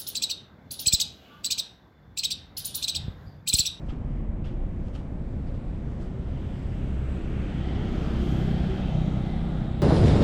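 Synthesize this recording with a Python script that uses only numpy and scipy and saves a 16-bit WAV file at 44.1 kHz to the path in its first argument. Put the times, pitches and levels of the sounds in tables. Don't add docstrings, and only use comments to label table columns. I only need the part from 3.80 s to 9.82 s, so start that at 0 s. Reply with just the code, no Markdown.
import sys
import numpy as np
from scipy import signal
from scipy.fft import rfft, irfft, next_fast_len
from scipy.io import wavfile
from scipy.ndimage import uniform_filter1d

SR = 44100
rng = np.random.default_rng(int(sys.argv[2]) if len(sys.argv) > 2 else 0)


def store_pcm(level_fs):
    pcm = np.round(np.clip(level_fs, -1, 1) * 32767).astype(np.int16)
    wavfile.write(sys.argv[1], SR, np.atleast_2d(pcm).T)


N = 265482
T = np.arange(N) / SR
FFT_LEN = next_fast_len(N)
FFT_HZ = np.fft.rfftfreq(FFT_LEN, 1 / SR)

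SPEED_M_S, CLOSEST_M, PASSES_S = 6.2, 4.454, 4.55
SOUND_M_S = 343
FIRING_HZ = 32


def undb(db):
    return np.exp(np.asarray(db) * np.log(10) / 20)


def level(x, db):
    return x * undb(db) / np.sqrt(np.mean(x ** 2))


def walk(rate_hz):
    hold = int(SR / rate_hz)
    steps = np.repeat(rng.standard_normal(N // hold + 1), hold)
    slewed = uniform_filter1d(uniform_filter1d(steps, hold), hold)
    return 1.374 * slewed[:N]


def bell(centre_s, sigma_s):
    return np.exp(-.5 * ((T - centre_s) / sigma_s) ** 2)


def over_time(table):
    return np.interp(T, *np.transpose(table))


def double_peak(x, hz, q):
    peak = signal.iirpeak(hz, q, fs=SR)
    return signal.lfilter(*peak, signal.lfilter(*peak, x))


def shape(table):
    hz, db = np.transpose(table)
    return undb(np.interp(np.log(FFT_HZ + 1), np.log(hz), db, -120, -120))


def hiss(table, band_hz=(1200, 5000), treble_db=0, flicker_db=0, rate_hz=10):
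    full = rfft(rng.standard_normal(FFT_LEN)) * shape(table)
    in_band = irfft(full * shape([(band_hz[0], 0), (band_hz[1], 0)]), FFT_LEN)
    full = full / np.std(in_band)
    third = 3 * np.log2((FFT_HZ + 1) / 2500)
    if flicker_db == 0:
        return irfft(full * undb(treble_db * np.maximum(third, 0) / 3), FFT_LEN)[:N]
    low, high = 3 * np.log2(np.array([table[0][0], table[-1][0]]) / 2500)
    out = np.zeros(N)
    for centre in np.arange(np.floor(low), np.ceil(high) + 1):
        window = np.cos(np.pi / 2 * np.clip(third - centre, -1, 1)) ** 2
        band = irfft(full * window, FFT_LEN)[:N]
        tilt_db = treble_db * max(centre, 0) / 3
        out += band * undb(tilt_db + flicker_db * walk(rate_hz))
    return out


def vehicle():
    along_m = SPEED_M_S * (T - PASSES_S)
    distance_m = np.hypot(along_m, CLOSEST_M)
    spread_db = 20 * np.log10(CLOSEST_M / distance_m)
    behind = along_m / distance_m
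    return exhaust(spread_db, behind) + gears(spread_db, behind) + tyres(spread_db, behind)


def exhaust(spread_db, behind):
    # [base level when closest/dB, rear gain/dB (tailpipe side; reversed ahead), wander/dB,
    # reflected path cancels or props up the order: [t/s, change/dB, sigma/s]]
    orders = [(-37, 3, 1.5, [(4.2, 4, 0.2), (4.8, -13.5, 0.22)]), (-32.5, -1, 1.3, [(3.2, 9, 0.18),
              (3.7, 3.5, 0.12), (4.4, 7.5, 0.038), (5.5, 1.5, 0.21), (6.0, 4, 0.11)]),
              (-46.5, -1.5, 6.4, []), (-31.5, 3.5, 0.93, [(4, -12, 0.18), (2.7, 3, .12), (4.55, 1.5, 0.14),
              (4.95, -13.5, 0.13), (5.62, -22, 0.091)]), (-32, 7, 0.38, [(3.85, 2.5, 0.064),
              (4.35, -17, 0.057), (4.62, 0.5, 0.13), (4.96, -14, 0.055), (5.2, 2, 0.034), (5.45, -9, 0.057),
              (5.95, -5.5, 0.089)]), (-36.5, 2.5, 0.86, [(4.0, -0.5, .07), (4.22, -6.5, 0.12),
              (5.2, 3, 0.061), (5.6, 3, 0.16)]), (-35.5, 3, 1, [(3.72, -8.5, 0.27), (4.1, -1, .15),
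              (2.6, -5, 0.45), (4.92, -15, 0.075), (5.28, -8, 0.087)]), (-47, 5.5, 2.3, [(4.55, 7, 0.1)]),
              (-52.5, 2, 2, [(3.7, 14, 0.11)]), (-48, 2.5, 1.3, [(3.45, 10, 0.14), (4.15, 10.5, 0.07),
              (5.25, 7, 0.067)]), (-53.5, 0, 2.9, [(4.2, 5, 0.069), (4.6, 9, 0.2)]),
              (-51, 0, 2.5, [(4.92, 14, 0.032)]), (-58.5, -5.5, 3.7, [])]
    smear_rad = .055
    hz = FIRING_HZ * (1 - SPEED_M_S * behind / SOUND_M_S)
    turn = 2 * np.pi * np.cumsum(hz * (1 + 0.0015 * walk(12))) / SR
    out = np.zeros(N)
    for k, (closest_db, rear_db, wander_db, fades) in enumerate(orders, 1):
        db = closest_db + spread_db + rear_db * behind + wander_db * walk(6)
        for s, change_db, sigma_s in fades:
            db = db + change_db * bell(s, sigma_s)
        phase = k * turn - smear_rad * k ** 2 + .045 * k * walk(5)
        out -= np.sqrt(2) * undb(db) * np.cos(phase)
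    return out


def gears(spread_db, behind):
    # f/Hz, level/dB per Hz
    body = [(60, 11.5), (100, 25), (200, 21.5), (350, 17.5), (500, 7), (800, 1.5), (1040, -1), (1350, 1.5),
            (2380, -5.5), (3240, -10.5), (4300, -17.5), (5850, -22.5), (9000, -31), (12000, -42.5),
            (15000, -47.5)]
    # t/s, tilt/dB per octave
    treble_tilt = [(0, 4.5), (.25, 0), (.52, -4.5), (.9, 3), (1.5, 3.5), (2.2, 2), (2.9, 2.5), (3.4, 1),
                   (3.9, -0.5), (4.6, 2.5), (5.3, 1), (6.02, 1)]
    # t/s, level/dB
    swell = [(0, 0), (1.5, -2.5), (2.6, 0.5), (3.2, 0.5), (3.7, 1), (3.92, 1.5), (4.3, 0.5), (4.8, -1.5),
             (5.3, 0), (6.02, -0.5)]
    base_db, rear_db, hedge_db = -48.5, 1, -1.5
    noise = hiss(body, treble_db=over_time(treble_tilt), flicker_db=1.58, rate_hz=7) + rings()
    db = base_db + spread_db + rear_db * behind + hedge_db * behind ** 4 + over_time(swell)
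    return noise * undb(db)


def rings():
    # f/Hz, width/Hz, level over hiss/dB, loudest t/s, sigma/s
    resonances = [(1330, 210, -8, 4.24, 0.34), (2044, 83, -9, 5.2, 0.56), (2670, 87, -11, 5.02, 0.19),
                  (3090, 430, -8, 4.01, 0.32), (2850, 440, -10, 2.93, 0.44), (720, 140, 0, 3.86, 0.048),
                  (1050, 140, 5, .2, 0.23), (12000, 800, -31.5, 4.58, .2), (3166, 330, -9.5, 5, 0.53),
                  (3670, 580, -9.5, 6.1, 0.99), (7900, 700, -23.5, 3.3, 0.55),
                  (4400, 980, -15.5, 4.4, 0.56)]
    out = np.zeros(N)
    for hz, width_hz, db, s, sigma_s in resonances:
        ring = double_peak(rng.standard_normal(N), hz, hz / width_hz / 1.5)
        out += level(ring, db) * bell(s, sigma_s) * undb(1.2 * walk(4.8))
    return out


def tyres(spread_db, behind):
    # f/Hz, level/dB per Hz
    tread = [(380, -19), (480, 0.5), (780, 5.5), (900, -3), (1050, -18)]
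    closest_db, rear_db = -48, 7.5
    roar = hiss(tread, band_hz=(550, 900), flicker_db=1.5, rate_hz=5.9)
    return roar * undb(closest_db + spread_db + rear_db * behind)


def hand():
    # f/Hz, level/dB per Hz
    fur = [(1200, 8), (2300, -3.5), (2900, 1), (3800, -7.5), (5000, -6.5), (7000, -14.5), (10000, -22.5),
           (14000, -45)]
    # t/s, swish level before decay/dB, t60/s, brightness/0-1, rise/s,
    # scrape f/Hz, scrape level before decay/dB
    pats = [(.088, -49.5, .27, .2, .004, 3400, -57), (.643, -53, .34, .3, .003, 3000, -59),
            (.66, -59, .34, .15, .006, 3600, -60), (1.149, -52, .3, .5, .002, 3600, -55),
            (1.664, -59, .3, .1, .006, 4800, -65), (1.744, -59, .4, .1, .009, 4200, -65),
            (2.206, -59, .42, .6, .006, 3600, -61)]
    # centre t/s, length/s, level/dB
    strokes = [(.075, .07, -70), (0.334, 0.36, -75.5), (1.083, 0.46, -74.5), (1.075, .08, -74),
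               (1.142, .03, -66), (2.115, 0.16, -70), (2.22, .16, -71)]
    scrape_t60_s, scrape_q = .1, 1.6
    dull = hiss(fur, treble_db=-4., flicker_db=2., rate_hz=250)
    bright = hiss(fur, treble_db=2.5)
    grain = undb(1.8 * walk(700) + .3 * walk(110))
    out = np.zeros(N)
    for s, db, t60_s, brightness, rise_s, hz, scrape_db in pats:
        age_s = np.clip(T - s + rise_s, 0, None)
        onset = (1 - np.exp(-age_s / rise_s)) ** 2 * grain
        rustle = dull + np.clip(brightness, 0, 1) * (bright - dull)
        swish = undb(db - 60 * age_s / t60_s) * rustle
        scrape = level(double_peak(dull, hz, scrape_q), scrape_db)
        out += onset * (swish + scrape * undb(-60 * age_s / scrape_t60_s))
    for s, length_s, db in strokes:
        swell = np.cos(np.pi * np.clip((T - s) / length_s, -.5, .5)) ** 2
        out += undb(db) * swell * bright * grain
    return out


def far_traffic():
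    # f/Hz, level/dB per Hz
    rumble = [(8, -24), (12, -9), (32, -2), (45, -2.5), (75, -5.5), (181, -12.5), (292, -19), (420, -29.5),
              (515, -26), (700, -32), (1380, -46), (2400, -51.5), (3400, -77), (8000, -73), (10000, -100)]
    return level(hiss(rumble), -31)


def surges():
    tones = [(.36, 0.11, 40, -30), (0.81, 0.11, 33, -34.5), (.48, 0.15, 219, -44), (0.697, .13, 352, -49),
             (1.0, 0.065, 76, -38.5), (1.59, .12, 32, -34.5), (2.363, 0.12, 381, -49),
             (2.742, .12, 50, -38)]
    out = np.zeros(N)
    for s, sigma_s, hz, db in tones:
        turn = 2 * np.pi * np.cumsum(hz * (1 + 0.00988 * walk(6))) / SR
        out += np.sqrt(2) * undb(db) * bell(s, sigma_s) * np.cos(turn)
    return out


def scene():
    edges = np.clip(np.minimum(T, T[::-1]) / .004, 0, 1)
    return ((vehicle() + hand() + far_traffic() + surges()) * edges)[None, :]


def record(dry):
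    # f/Hz, width/Hz, gain/dB
    ports = [(3410, 1330, 4), (7910, 1140, 3), (12100, 420, 8.5)]
    top_hz = 15000
    wet = dry
    for hz, width_hz, db in ports:
        peak = signal.iirpeak(hz, hz / width_hz, fs=SR)
        wet = wet + (undb(db) - 1) * signal.lfilter(*peak, wet)
    low_pass = signal.ellip(10, .2, 60, top_hz, fs=SR, output="sos")
    return signal.sosfilt(low_pass, wet)


dry = scene()
out = record(dry)
store_pcm(out)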